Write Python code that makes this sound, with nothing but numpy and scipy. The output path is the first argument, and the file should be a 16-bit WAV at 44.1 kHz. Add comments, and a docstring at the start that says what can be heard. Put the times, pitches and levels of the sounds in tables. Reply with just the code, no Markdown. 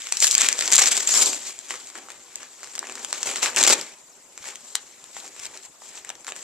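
"""Crisp paper crackles, hisses and snaps in hard pulls, fainter rustles, hard pulls again near 3.5 s,
then faint rustles, in a tiled room. A small dog and a hand pull wrapping paper off a toy, close to the
two microphones of a phone. Short noise bursts make the buckling creases, patchy noise the sliding
sheet, louder bursts the snaps. Decaying noise gives the room's answer and steady noise its tone;
the overall colour peaks near 7.5 kHz and closes above 14 kHz."""
import sys
import numpy as np
from scipy import signal
from scipy.fft import rfft, irfft, next_fast_len
from scipy.io import wavfile
from scipy.ndimage import uniform_filter1d, map_coordinates

SR = 44100
rng = np.random.default_rng(int(sys.argv[2]) if len(sys.argv) > 2 else 0)


def put_to_file(sound):
    """Save the sound as 16-bit audio at rate SR, in the file named by the first command-line argument."""
    columns = np.atleast_2d(sound).T  # one column per channel
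    safe = np.clip(columns, -1, 1)
    whole_steps = np.round(safe * 32767)
    wavfile.write(sys.argv[1], SR, whole_steps.astype(np.int16))


N = 283557

# overall colour of the sound as picked up, peaking near 7.5 kHz and closing above 14 kHz: f/Hz, gain/dB
OVERALL_COLOUR = [(35, -41), (60, -42.5), (180, -25.5), (312, -16), (656, -15.5), (1320, -14),
                  (2300, -10.5), (3400, -11), (5000, -10), (6300, -6.5), (7510, 1), (8830, -14.5),
                  (14050, -29.5), (14400, -38), (15500, -76)]
# left-right likeness of the sliding paper and of the room's answer: f/Hz, likeness (1 = same in both)
PAPER_ALIKE = [(60, 1), (240, 1), (950, 0.87), (3770, 0.12), (15000, 0.92)]


def crinkle():
    """Swarms of small buckles over the hiss of paper sliding on paper and tile."""
    # the sheet parts in one even rip: from/s, to/s
    even_rips = [(1.075, 1.32), (3.415, 3.52)]
    swarm_count = 5200
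    folds_hz, slack_hz = 3300, 1270  # folds sound under the first edge, slack areas under the second
    level_db, fold_db, slack_db = pulling()
    # lift both ahead of the overall colour, which favours the treble
    fold_db, slack_db = fold_db + 3.5, slack_db + 14.5

    # buckles crowd together where the density is high
    density = np.cumsum(amp(4 * wobble(45)))
    luck = rng.random((swarm_count, 3))
    share = (np.arange(swarm_count) + luck[:, 0]) / swarm_count
    at = np.searchsorted(density, density[-1] * share).clip(0, N - 1)
    size_db = -3.5 * np.log(luck[:, 1] + 0.15)
    t60 = 0.0045 + 0.0079 * luck[:, 2]

    def shape_db(hz):
        folds = fold_db[at, None] * below(hz, folds_hz)
        return folds + (slack_db - fold_db)[at, None] * below(hz, slack_hz)

    swarm = buckles(at / SR, size_db, shape_db, t60, tint_db=7.5, rise=0.0013, size=256)
    # even out the swarm, so that the pull on the sheet sets how much energy it gives off
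    power = uniform_filter1d(np.bincount(at, amp(2 * size_db), N), size=1200)
    swarm = swarm / np.sqrt(np.abs(uniform_filter1d(power, size=1200)) + 1e-6)

    noise = hiss(PAPER_ALIKE, patchy_db=5.5)
    middle = filtered(noise, lambda hz: below(hz, folds_hz))
    low = filtered(noise, lambda hz: below(hz, slack_hz))
    sliding = noise - middle + amp(fold_db) * (middle - low) + amp(slack_db) * low

    t = np.arange(N) / SR
    even = uniform_filter1d(sum(1. * (t > a) * (t < b) for a, b in even_rips), size=600)
    # a hard pull tears in jerks: the sheet sticks, then gives; an even rip is steadier
    jerks_db = np.clip(0.062 * (level_db + 66), .5, 4) * wobble(130) * (1 - 0.5 * even)
    swarm = swarm * amp(-5 * even)
    # the harder the pull, the more crackle and the less sliding; an even rip slides more
    slide_db = 5.5 - 0.027 * (level_db + 54) + 3 * even
    return amp(level_db + jerks_db) * (amp(-27.5) * swarm + amp(slide_db) * sliding)


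def pulling():
    """Level and colour of the worked sheet: pulls build, hold and ease over a rustle, mixed by power."""
    # the sheet shifting under the dog between pulls, all relative: t/s, level/dB, folds/dB, slack areas/dB
    rustle = [(0, -40, 4, -20.5), (0.2, -36, -8, -18), (0.57, -38.5, -15, 4.5), (0.9, -32.5, -2, -8),
              (1.4, -44.5, 0, -10), (1.65, -53, 4.5, -10), (2.06, -52, -2, 1.5), (2.5, -59.5, 3.5, -7),
              (2.9, -44, -1.5, -1), (3.2, -39.5, -12, -10), (3.55, -40.5, 4.5, 2), (3.85, -43.5, 6, -10),
              (4.03, -59, -8, -2), (4.3, -58.5, -7, -1.5), (4.7, -46.5, -13, -10), (4.95, -54, -4, -6),
              (5.74, -61, -7, -3), (6.43, -56.5, 3, 6)]
    # each pull, levels relative: t/s, hold/s, level/dB, time to build 10 dB/s, time to ease 10 dB/s,
    # folds/dB, slack areas/dB; building and easing times under 4 ms count as 4 ms
    tugs = [(0.227, 0.021, -18, 0.02, 0.0372, -13, -23.5), (0.317, 0.024, -22, 0.01, -0.0051, -13.5, -22.5),
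            (.415, 0.025, -22, 0.05, 0.06, 1, -17), (0.603, 0.024, -31.5, 0.05, -0.01, 0, -21),
            (0.648, 0.0099, -25, .015, 0.03, -2, -14), (0.724, 0.015, -20, -0.025, 0.0272, -3.5, -16.5),
            (0.785, 0.0091, -18.5, -0.02, 0.0168, -1.5, -20.5), (0.817, 0.011, -19, 0, 0.0233, -2, -17),
            (0.86, 0.021, -21.5, -0.01, 0.0123, -6, -16), (0.914, 0.011, -18.5, 0, 0.0342, -5, -20),
            (0.971, 0.0067, -21, -0.02, 0.0182, -10.5, -16), (1.003, 0.0089, -26.5, -0.15, 0.03, -8, -19.5),
            (1.077, 0.053, -20, -0.12, 0.0438, -9, -18), (1.149, 0.042, -17, 0.01, 0.0384, -9.5, -14),
            (1.222, 0.012, -14.5, 0.05, 0.0074, -18, -16.5), (1.268, 0.015, -20.5, 0.04, 0.0332, -14, -13),
            (1.349, 0.0031, -31.5, 0.1, 0.03, -13, -12), (1.477, 0.024, -35.5, 0.1, 0.03, -8.5, -16),
            (1.709, 0.022, -37, 0.04, 0.0649, -3, -7), (1.87, 0.033, -46.5, 0.8, -0.02, -10, -15),
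            (1.951, 0.013, -43.5, 0, 0.05, 7, 4), (2.094, 0.0085, -47, -0.14, 0.07, 8, -7),
            (2.43, 0.02, -46.5, 0.15, 0.03, 5.5, -4.5), (2.637, 0.037, -48.5, 0.13, 0.27, -2, -5.5),
            (2.75, 0.035, -50, 0.6, -0.1, -21, -15), (3.135, 0.012, -37, -0.04, 0.1, 3, -9),
            (3.223, .005, -38, -0.01, 0.14, 5, -16), (3.258, 0.032, -30.5, 0.0046, 0.05, -3, -6.5),
            (3.36, 0.028, -32, 0, 0.0234, -3, -12), (3.427, 0.024, -18.5, 0.0064, 0.0345, 0, -8),
            (3.572, 0.082, -22.5, 0, 0.0077, -2.5, -7.5), (3.672, 0.062, -17, 0.0041, -0.011, -5.5, -9.5),
            (3.747, 0.044, -36, -0.01, 0.0572, -4, -8), (4.484, 0.0044, -35.5, 0.05, 0.03, 1.5, -10.5),
            (5.181, 0.024, -41.5, 0.06, 0, -9, -14.5), (5.26, 0.028, -43.5, 0.08, 0, -9, -7),
            (5.387, 0.014, -50, 0.23, 0.07, -2, -5.5), (5.458, 0.0088, -35.5, 0.05, -0.0241, -1.5, -13.5),
            (5.552, 0.0062, -46, 0.09, 0.05, -1, -2), (5.627, 0.034, -45, 0, -0.15, -9, -14),
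            (5.819, 0.092, -47.5, -0.04, -0.23, -12, -9.5), (5.965, 0.02, -42, 0.06, 0.02, -2.5, -7),
            (6.1, 0.0044, -43, 0.05, 0, 1, -5.5), (6.276, 0.033, -39, -0.0539, 0, -7, -8),
            (6.355, 0.053, -44, 0, 0.2, -8, -11)]
    t = np.arange(N) / SR
    level_db, rustle_fold_db, rustle_slack_db = curves(rustle)
    power = amp(2 * level_db)
    fold, slack = power * rustle_fold_db, power * rustle_slack_db
    for s, hold, db, build, ease, fold_db, slack_db in tugs:
        before = (s - t) / max(build, .004)
        after = (t - s - hold) / max(ease, .004)
        away = np.maximum(before, after).clip(0)
        tug = amp(2 * (db - 10 * away))
        power = power + tug
        fold, slack = fold + tug * fold_db, slack + tug * slack_db
    # the strongest movement weighs most in the colour
    return 10 * np.log10(power), fold / power, slack / power


def snaps():
    """The loudest buckles, each with its own body; no crease is large enough for deep bass."""
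    # single loud buckles, levels relative: t/s, level/dB, body/dB
    loud_buckles = [(0.0197, -23, -25), (0.07, -22, -7.5), (0.1228, -9, -26), (0.17, -15.5, -29),
                    (0.203, -9.5, -39), (0.225, -10, -12.5), (0.2439, -7, -22.5), (0.2684, -11, -29),
                    (0.2765, -11.5, -36), (0.2816, -15, -39), (0.2895, -20, -30), (0.311, -8, -47),
                    (0.318, -13.5, -40), (0.328, -14, -28), (0.343, -13, -26), (0.3508, -4, -29),
                    (0.3797, -6, -36), (0.409, -9.5, -23), (0.4176, -7.5, -14.5), (0.4871, -4, -21.5),
                    (0.5276, -11, -29), (0.59, -11.5, -11), (0.609, -12, -16), (0.623, -14.5, -16),
                    (0.677, -12.5, -16), (0.704, -17, -22), (0.7113, -21, -25), (0.7172, -12, -23),
                    (0.723, -7.5, -18), (0.726, -11, -36), (0.733, -7, -31), (0.739, -7, -37),
                    (0.7512, -8, -23), (0.756, -3, -58), (0.7647, -6, -26), (0.78, -4, -21),
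                    (0.7861, -10, -16), (0.811, -16, -15), (0.8584, -10.5, -22), (0.8723, -13.5, -25),
                    (0.8848, -10.5, -20.5), (0.9181, -12, -24), (0.968, -10.5, -36), (0.976, -11.5, -21),
                    (1.0737, -11, -29), (1.091, -12, -20), (1.14, -12, -43), (1.226, -10.5, -24),
                    (1.259, -9.5, -35), (1.5896, -21.5, -32), (1.7068, -18, -5), (1.7148, -27, -16),
                    (1.7402, -25.5, -3), (1.7557, -28.5, -14), (1.8715, -31, -26), (1.89, -40, -20),
                    (1.901, -30, -10), (1.954, -26.5, -3), (1.977, -31, -17), (1.9855, -34, -21),
                    (2.086, -31, 8), (2.103, -28.5, -8), (2.1188, -31, -15), (2.3565, -20.5, -32),
                    (2.431, -28, -11), (2.6315, -27, -2), (2.6388, -32, -15), (2.6435, -29, -12),
                    (2.673, -32.5, 5), (2.753, -21.5, -17.5), (2.7585, -25, -30), (2.7797, -24, -3),
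                    (2.7915, -16, -35), (2.829, -25, 26), (2.842, -28.5, 17), (2.8701, -27, -6),
                    (2.8885, -33, -3), (2.897, -25.5, 4), (2.922, -26, -20), (2.954, -24.5, -10),
                    (2.976, -29, 19), (2.98, -32, -5), (2.9935, -34, -24), (3.0471, -17, -21.5),
                    (3.128, -12, -11.5), (3.2299, -13, -16.5), (3.27, -20, -29), (3.3132, -19, -16),
                    (3.3582, -18, -8), (3.429, -13, -7), (3.4593, -14, -12), (3.562, -11, -21),
                    (3.581, -15, -19), (3.599, -15, -14), (3.628, -7.5, -22), (3.637, -5, -27),
                    (3.652, -16, -22), (3.666, -8, -17), (3.6932, -10, -21), (3.709, -10, -10),
                    (3.7373, -11.5, -14), (3.812, -20, -28), (4.3769, -26, -8), (4.4421, -28.5, -9),
                    (4.5567, -26, -30), (4.7506, -26, -14), (4.7532, -10, -21), (5.041, -32.5, -14),
                    (5.1667, -26, 13), (5.364, -35, -2), (5.394, -29, -20), (5.398, -28, -25),
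                    (5.454, -23, -12), (5.5742, -27, -20), (5.82, -35.5, 18), (5.8906, -35, -32),
                    (6.0477, -27, -10), (6.092, -22.5, -8.5), (6.1018, -22.5, -7), (6.1534, -34.5, -15),
                    (6.246, -31, -9), (6.268, -25.5, -10), (6.2805, -24, -2), (6.289, -27, -4),
                    (6.321, -23, 0), (6.357, -33, -12), (6.3632, -25.5, -12), (6.381, -38, -15)]
    s, db, body_db = np.transpose(loud_buckles)
    typical_t60_s, scatter = 0.0064, .15
    growth = 0.017  # louder buckles last longer: log of t60 per dB
    t60 = typical_t60_s * np.exp(scatter * rng.standard_normal(len(s)) + growth * (db + 24.5))

    def shape_db(hz):
        body = (body_db[:, None] + 17) * below(hz, 2370)
        return body - 12 * below(hz, 520) - 20 * below(hz, 200)

    return amp(-11.5) * buckles(s, db, shape_db, t60, tint_db=2.5, rise=0.00032, size=1024)


def buckles(s, db, shape_db, t60, tint_db, rise, size):
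    """Each buckle is a fast-decaying burst of noise with its own colour and place on the sheet."""
    lead = 16  # samples of room ahead of the onset for the filter's ringing
    draw = rng.standard_normal((len(s), size + 3))
    tint, lag, pan = draw[:, size:].T[..., None]
    t, hz = np.arange(size) / SR, np.fft.rfftfreq(size, 1 / SR)
    t60 = np.clip(t60, .001, .1)[:, None]
    burst = draw[:, :size] * amp(-60 * t / t60) * (1 - np.exp(-t / rise))
    # a crease of random size favours one region of pitch
    bump_db = tint_db * np.exp(-(np.log((hz + 1) / 3000) - 0.68 * tint) ** 2 / 0.078)
    sound = rfft(np.roll(burst, lead, axis=1)) * amp(shape_db(hz) + bump_db)
    # set the level as heard through the overall colour; longer buckles carry more energy
    heard = np.linalg.norm(sound * amp(along(OVERALL_COLOUR, hz)), axis=1, keepdims=True)
    sound = sound * amp(db[:, None]) * np.sqrt(t60 * SR * size) / heard
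    # the path to the left microphone is usually a little longer, by these samples
    longer = 1.49 + 1.03 * lag
    right = amp(pan) * np.exp(2j * np.pi * hz * longer / SR)
    where = (np.round(s * SR).astype(int)[:, None] + np.arange(size)).ravel()
    pair = [np.bincount(where, irfft(z).ravel(), N + size) for z in (sound, sound * right)]
    return np.array(pair)[:, lead:N + lead]


def hiss(alike, patchy_db):
    """Stereo noise whose level drifts in random patches of time and frequency."""
    z = signal.stft(rng.standard_normal((2, N)), nperseg=256)[2]
    field = uniform_filter1d(rng.standard_normal(z.shape[1:]), size=4, axis=0)
    field = uniform_filter1d(field, size=7, axis=1)
    patches = signal.istft(z * amp(patchy_db * unit(field)), nperseg=256)[1][:, :N]
    return spread(unit(patches), alike)


def room(x):
    """The tiled room's answer: a noise tail in which each frequency dies at its own speed."""
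    # decay between the tiles: f/Hz, t60/s
    tile_decay = [(300, 0.36), (10000, 0.042)]
    hz, t, z = signal.stft(rng.standard_normal((2, SR // 2)), SR, nperseg=256)
    decay = amp(-60 * t / along(tile_decay, hz)[:, None])
    tail = signal.istft(z * decay, SR, nperseg=256)[1]
    late = np.pad(x.mean(axis=0), (200, 0))[None]  # the tail starts 200 samples late
    wet = signal.fftconvolve(late, tail / np.linalg.norm(tail[0]), axes=1)[:, :N]
    return spread(wet, PAPER_ALIKE)


def room_tone():
    """The quiet murmur of air and appliances: coloured noise with a slowly wavering level."""
    # colour ahead of the overall colour: f/Hz, relative level/dB
    air_colour = [(25, 50), (100, 29.5), (280, 15.5), (1000, 14), (2200, 5.5), (7400, 5.5), (13500, 12.5)]
    # left-right likeness: f/Hz, likeness (1 = same in both)
    air_alike = [(60, 0.11), (240, 0.75), (950, 0.41), (3770, 0.12), (15000, 0.07)]
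    noise = hiss(air_alike, patchy_db=4.0)
    level = amp(-47.5 + 0.27 * wobble(3.65))
    return level * filtered(noise, lambda hz: amp(along(air_colour, hz)))


def spread(pair, alike):
    """Two unrelated sounds mixed into left and right, as alike as close microphones hear them."""
    def turn(hz):
        return np.arccos(np.clip(along(alike, hz), -1, 1)) / 2

    mid, side = filtered(pair, lambda hz: np.array([np.cos(turn(hz)), np.sin(turn(hz))]))
    return np.array([mid + side, mid - side])


def below(hz, edge_hz):
    """The share of sound under an edge: the larger the moving area of the sheet, the lower it sounds."""
    return 1 / (1 + (hz / edge_hz) ** 4)


def amp(db):
    """Decibels to a linear factor."""
    return 10 ** (np.asarray(db) / 20)


def unit(x):
    """The signal scaled to an RMS of one."""
    return x / np.sqrt(np.mean(x ** 2) + 1e-20)


def along(points, hz):
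    """(Hz, value) points read on a log frequency axis."""
    f, v = np.transpose(points)
    return np.interp(np.log(hz + 1), np.log(f + 1), v)


def curves(rows):
    """One value per sample for each column after the time."""
    s, *cols = np.transpose(rows)
    return [np.interp(np.arange(N) / SR, s, c) for c in cols]


def wobble(rate):
    """A smooth random curve with this many knots a second."""
    knots = rng.standard_normal(int(N * rate / SR) + 4)
    return map_coordinates(knots, [np.arange(N) * rate / SR])


def filtered(x, response):
    """The sound shaped by a response over frequency, padded so that tails do not wrap round."""
    m = 2 * next_fast_len(N // 2 + SR // 4)
    return irfft(rfft(x, m) * response(np.fft.rfftfreq(m, 1 / SR)), m)[..., :N]


def causal(gain_db):
    """The minimum-phase response with this gain: it rings only after the sound."""
    c = irfft(gain_db * np.log(10) / 20)
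    c[1:len(c) // 2] *= 2
    c[len(c) // 2 + 1:] = 0
    return np.exp(rfft(c))


def scene():
    """Paper near by, its echo and the room tone."""
    paper = crinkle() + snaps()
    return paper + amp(-11.0) * room(paper) + room_tone()


def record(dry):
    """The overall colour, with the right shaded in the treble; soft clipping, a bass cut and a band limit."""
    # the phone's body shades the right microphone: f/Hz, left minus right/dB
    body_shadow = [(60, 1), (240, -1), (950, -0.5), (3770, 1.5), (15000, 7.0)]
    top_hz = 15574

    def coloured_pair(hz):
        return causal(along(OVERALL_COLOUR, hz)) * amp(np.outer([.5, -.5], along(body_shadow, hz)))

    x = filtered(dry, coloured_pair)
    x = x / (1 + np.abs(x) ** 8) ** (1 / 8)  # bends only near full scale
    return filtered(x, lambda hz: (hz < top_hz) * (1 - 0.9 * below(hz, 62)))


dry = scene()
out = record(dry)
put_to_file(out)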